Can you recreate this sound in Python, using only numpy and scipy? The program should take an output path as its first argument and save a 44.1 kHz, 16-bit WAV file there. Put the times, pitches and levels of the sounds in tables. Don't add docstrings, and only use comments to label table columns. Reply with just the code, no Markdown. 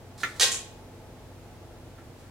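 import sys
import numpy as np
from scipy import signal
from scipy.fft import rfft, irfft, next_fast_len
from scipy.io import wavfile

SR = 44100
rng = np.random.default_rng(int(sys.argv[2]) if len(sys.argv) > 2 else 0)


def file_out(sig):
    cols = np.atleast_2d(sig).T
    lim = np.clip(cols, -1, 1)
    pcm = np.round(lim * 32767).astype(np.int16)
    wavfile.write(sys.argv[1], SR, pcm)


N = 101430


def from_db(db):
    return 10 ** (np.asarray(db) / 20)


def seconds():
    return np.arange(N) / SR


def rms_one(x):
    return x / np.sqrt(np.mean(x ** 2) + 1e-20)


def at_hz(points, hz):
    f, value = np.transpose(points)
    return np.interp(np.log(np.maximum(hz, 1)), np.log(f), value)


def coloured(x, spectrum, size=8192):
    gain = rms_one(from_db(at_hz(spectrum, np.arange(size // 2 + 1) * SR / size)))
    fold = 1 + np.sign(size // 2 - np.arange(size)) * (np.arange(size) > 0)
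    cepstrum = irfft(np.log(gain)) * fold
    response = irfft(np.exp(rfft(cepstrum)))
    padded = next_fast_len(N + size)
    return irfft(rfft(x, padded) * rfft(response, padded), padded)[..., :N]


def ring(x, modes):
    out = 0
    for hz, db, t60 in modes:
        radius = np.exp(-np.log(1000) / (t60 * SR))
        w = 2 * np.pi * hz / SR
        poles = [1, -2 * radius * np.cos(w), radius * radius]
        mode = signal.lfilter([1, 0, -1], poles, x + 1e-18)
        out = out + from_db(db) * rms_one(mode)
    return out


def envelope(start, fall, swell=1e-9, start_db=0):
    t = seconds() - start
    rise = from_db(start_db * np.clip(1 - t / swell, 0, 1))
    decay = np.exp(-np.maximum(t - swell, 0) / fall)
    return (t >= 0) * rise * decay


GRAIN_SPREAD_DB = 2


def grains(per_s):
    boost_db = GRAIN_SPREAD_DB * np.minimum(rng.exponential(1, N), 3)
    sizes = from_db(boost_db) * rng.choice([-1, 1], N)
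    return rms_one(sizes * (rng.random(N) < per_s / SR))


def burst(start, db, fall):
    shape = envelope(start, fall)
    crackle = rms_one(shape * rng.standard_normal(N))
    return from_db(db) * crackle * np.sqrt(np.mean(shape ** 2))


# (f/Hz, likeness from 0 to 1)
STEREO_LIKENESS = [(60, 0.89), (300, 0.85), (640, 0.85), (1400, 0.57), (3000, 0), (7000, 0), (15000, 0)]


def diffuse_noise():
    mid, side = rfft(rng.standard_normal((2, N)))
    alike = np.clip(at_hz(STEREO_LIKENESS, np.arange(len(mid)) * SR / N), -1, 1)
    shared = np.sqrt((1 + alike) / 2) * mid
    opposed = np.sqrt((1 - alike) / 2) * side * [[1], [-1]]
    return irfft(shared + opposed, N)


EARLY_T60_S, FIRST_ECHO_S, LEFT_LAG_S = 0.17, .003, .000014
# (f/Hz, t60/s)
ROOM_T60 = [(200, 0.62), (1000, 0.56), (3000, 0.53), (7000, 0.34), (14000, 0.37)]


def kitchen(x, pan_db, early_db, room_db):
    tail, rest = 0, diffuse_noise()
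    for hz in 350 * 2. ** np.arange(7):
        if hz < SR / 2:
            band = signal.sosfiltfilt(signal.butter(2, hz, fs=SR, output="sos"), rest)
        else:
            band = rest
        rest = rest - band
        fall = at_hz(ROOM_T60, hz / np.sqrt(2)) / np.log(1000)
        tail = tail + band * envelope(FIRST_ECHO_S * 2, fall)
    early = diffuse_noise() * envelope(FIRST_ECHO_S, EARLY_T60_S / np.log(1000))
    response = (from_db(early_db) * rms_one(early) + from_db(room_db) * rms_one(tail)) / np.sqrt(N)
    lag = np.exp(-2j * np.pi * np.arange(N // 2 + 1) * SR / N * LEFT_LAG_S)
    left = irfft(rfft(x) * lag, N)
    direct = np.array([left * from_db(pan_db / 2), x * from_db(-pan_db / 2)])
    return direct + signal.fftconvolve(x[None], response, axes=1)[:, :N]


def spread(source, pan_db, early_db, room_db, count):
    spots = sum(kitchen(source(), pan_db, early_db, room_db) for _ in range(count))
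    return spots / np.sqrt(count)


AIR_DB = -49
# (f/Hz, relative level/dB per Hz)
AIR_COLOUR = [(10, -45), (22, -14), (30, -10.5), (46, -2.5), (75, -7.5), (105, -6), (160, -8), (200, -10.5),
              (260, -10.5), (300, -13.5), (480, -13.5), (850, -17), (1100, -22), (2000, -26.5), (4000, -31),
              (8000, -35), (16000, -41)]
# (t/s, level/dB)
LOW_MIDS_LEVEL = [(0, -56.5), (0.7, -54.5), (1.1, -56), (1.35, -60.5), (1.65, -57), (2.3, -67)]
# (f/Hz, relative level/dB)
LOW_MIDS_COLOUR = [(150, -29), (340, -6.5), (470, 4), (580, -7), (690, 3), (760, -17.5), (850, 2.5),
                   (1000, -26.5), (3000, -42)]
# (f/Hz, rms level/dB)
HUM_TONES = [(93.7, -55), (119.8, -56.5), (253, -61.5), (339, -63), (360, -67)]
HUM_WAVER_HZ, HUM_WAVER_RAD = 4, 1


def room_tone():
    t = seconds()
    air = from_db(AIR_DB) * coloured(diffuse_noise(), AIR_COLOUR)
    low_mids_gain = from_db(np.interp(t, *np.transpose(LOW_MIDS_LEVEL)))
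    out = air + low_mids_gain * coloured(diffuse_noise(), LOW_MIDS_COLOUR)
    for hz, db in HUM_TONES:
        waver = np.interp(t * HUM_WAVER_HZ, np.arange(64), rng.standard_normal(64))
        phase = 2 * np.pi * (hz * t + rng.random()) + HUM_WAVER_RAD * waver
        out = out + from_db(db) * np.sqrt(2) * np.sin(phase)
    return out


RUSTLE_S, RUSTLE_SWELL_S, RUSTLE_FALL_S, RUSTLE_DB = 2.14, 0.053, 0.05, -63
# (f/Hz, relative level/dB)
SLIDE_COLOUR = [(300, 1), (1500, -2.5), (2600, -9), (3700, 1), (5500, -2), (8500, -3), (12000, -12.5),
                (16000, -16)]


def rustle():
    hiss = coloured(rng.standard_normal(N), SLIDE_COLOUR)
    return from_db(RUSTLE_DB) * hiss * envelope(RUSTLE_S, RUSTLE_FALL_S, RUSTLE_SWELL_S, start_db=-24)


# (t/s, level/dB, fall time/s)
SLIDES = [(0.178, -51, 0.12), (0.202, -52, 0.091), (0.361, -47, 0.01)]
SLIDE_GRAINS_PER_S = 1000
SLIDE_TICK_DB, SLIDE_TICK_FALL_S = -2.5, 0.0045


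def sliding_chips():
    slides = sum(from_db(db) * envelope(s, fall) for s, db, fall in SLIDES)
    sliding = grains(SLIDE_GRAINS_PER_S) * slides
    ticks = sum(burst(s, db + SLIDE_TICK_DB, SLIDE_TICK_FALL_S) for s, db, _ in SLIDES)
    return coloured(sliding + ticks, SLIDE_COLOUR)


KNOCK_S, KNOCK_DB, KNOCK_FALL_S, KNOCK_RING_DB = .2329, -24, 0.0066, -57
CRACK_DB, CRACK_FALL_S = -34, 0.0081
# (f/Hz, relative level/dB)
KNOCK_COLOUR = [(150, -30), (400, -4), (900, -12.5), (1150, -5), (1350, -7.5), (1800, 2.5), (2300, -0.5),
                (2800, -12), (3300, -14.5), (4000, -17), (6000, -28), (16000, -39)]
# (f/Hz, relative level/dB)
CRACK_COLOUR = [(500, -16), (3600, 9), (4800, -6), (6500, 7), (10000, -24), (13000, -12), (16000, -4)]
# (f/Hz, relative level/dB, t60/s)
CUP_MODES = [(1353, 0.5, 0.063), (1442, -6, 0.067), (1744, -6.5, 0.024), (2020, -13, 0.02)]


def palm_knock():
    push = burst(KNOCK_S, KNOCK_DB, KNOCK_FALL_S)
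    knock = coloured(push, KNOCK_COLOUR) + from_db(KNOCK_RING_DB) * ring(push, CUP_MODES)
    return knock + coloured(burst(KNOCK_S, CRACK_DB, CRACK_FALL_S), CRACK_COLOUR)


# (t/s, level/dB)
TOUCHES = [(1.978, -63), (2.231, -70)]
TOUCH_SWELL_S, TOUCH_FALL_S, TOUCH_RING_DB = 0.0076, 0.015, -81.5
# (f/Hz, relative level/dB)
TOUCH_COLOUR = [(500, -27), (1200, -3.5), (1500, -2), (2100, -8), (3500, -31), (10000, -30)]


def finger_touches():
    touches = sum(from_db(db) * envelope(s, TOUCH_FALL_S, TOUCH_SWELL_S, start_db=-10)
                  for s, db in TOUCHES)
    rub = rng.standard_normal(N) * touches
    return coloured(rub, TOUCH_COLOUR) + from_db(TOUCH_RING_DB) * ring(rub, CUP_MODES)


def cup():
    return sliding_chips() + palm_knock() + finger_touches()


# (t/s, level/dB, fall time/s)
STRAGGLERS = [(0.5173, -25, 0.0068), (0.527, -36, 0.031), (0.543, -40, 0.021)]
HEAP_GRAINS_PER_S = 530
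# (f/Hz, relative level/dB)
HEAP_COLOUR = [(300, -28), (1300, -25), (2500, -9.5), (5000, -10.5), (6800, 2), (8300, -2.5),
               (10500, -11.5), (13000, -25), (16000, -40)]


def heap():
    landings = sum(from_db(db) * envelope(s, fall) for s, db, fall in STRAGGLERS)
    return coloured(grains(HEAP_GRAINS_PER_S) * landings, HEAP_COLOUR)


SHOWER_S, SHOWER_SWELL_S, SHOWER_FALL_S, SHOWER_START_DB = .398, 0.023, 0.038, -7
SHOWER_DB, SHOWER_GRAINS_PER_S = -23, 500
# (t/s, level/dB)
CLUMPS = [(0.3972, -21.5), (0.4096, -20), (0.4212, -18), (0.431, -18.5), (0.444, -28.5)]
CLUMP_FALL_S = 0.0064
# (f/Hz, relative level/dB)
CHIP_COLOUR = [(150, -26), (330, -24.5), (600, -14), (1200, -6), (2000, -3.5), (3000, 2.5), (4000, 2.5),
               (5800, 1.5), (7500, -0.5), (10000, -6.5), (12500, -16.5), (16000, -27.5)]
# (f/Hz, relative level/dB, t60/s)
POT_MODES = [(451, -12, 0.12), (803, -15.5, 0.29), (1079, -8.5, 0.44), (1590, -9.5, 0.33), (1907, -2, 0.1),
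             (2500, -8, 0.57), (2855, -24, 0.19), (3240, -2.5, 0.1), (3526, -15, 0.13), (3741, -3.5, 0.09),
             (3930, -6, 0.076), (4536, -12, .26), (5020, -6.5, 0.15), (5146, -5, 0.17), (6390, -2.5, 0.23),
             (7350, -11, 0.26)]
POT_RING_DB = -53
THUD_DB, THUD_SWELL_S, THUD_FALL_S = -35.5, 0.043, 0.0083
# (f/Hz, relative level/dB)
THUD_COLOUR = [(100, -22), (280, -22), (350, -7), (440, 10.5), (600, -3), (850, -5.5), (1500, -24),
               (5000, -52)]


def pot():
    shower_shape = envelope(SHOWER_S, SHOWER_FALL_S, SHOWER_SWELL_S, SHOWER_START_DB)
    shower = from_db(SHOWER_DB) * grains(SHOWER_GRAINS_PER_S) * shower_shape
    hits = shower + sum(burst(s, db, CLUMP_FALL_S) for s, db in CLUMPS)
    thud_shape = envelope(SHOWER_S, THUD_FALL_S, THUD_SWELL_S, SHOWER_START_DB)
    weight = from_db(THUD_DB) * grains(SHOWER_GRAINS_PER_S) * thud_shape
    clatter = coloured(hits, CHIP_COLOUR)
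    ringing = from_db(POT_RING_DB) * ring(hits, POT_MODES)
    return clatter + ringing + coloured(weight, THUD_COLOUR)


def scene():
    handling = spread(lambda: cup() + rustle(), pan_db=-3.5, early_db=-0.5, room_db=-9, count=2)
    landing = spread(lambda: pot() + heap(), pan_db=-2.5, early_db=-1.5, room_db=-4, count=4)
    return room_tone() + handling + landing


CUTOFF_HZ = 15900


def record(dry):
    return signal.sosfilt(signal.ellip(12, .1, 80, CUTOFF_HZ, fs=SR, output="sos"), dry)


dry = scene()
out = record(dry)
file_out(out)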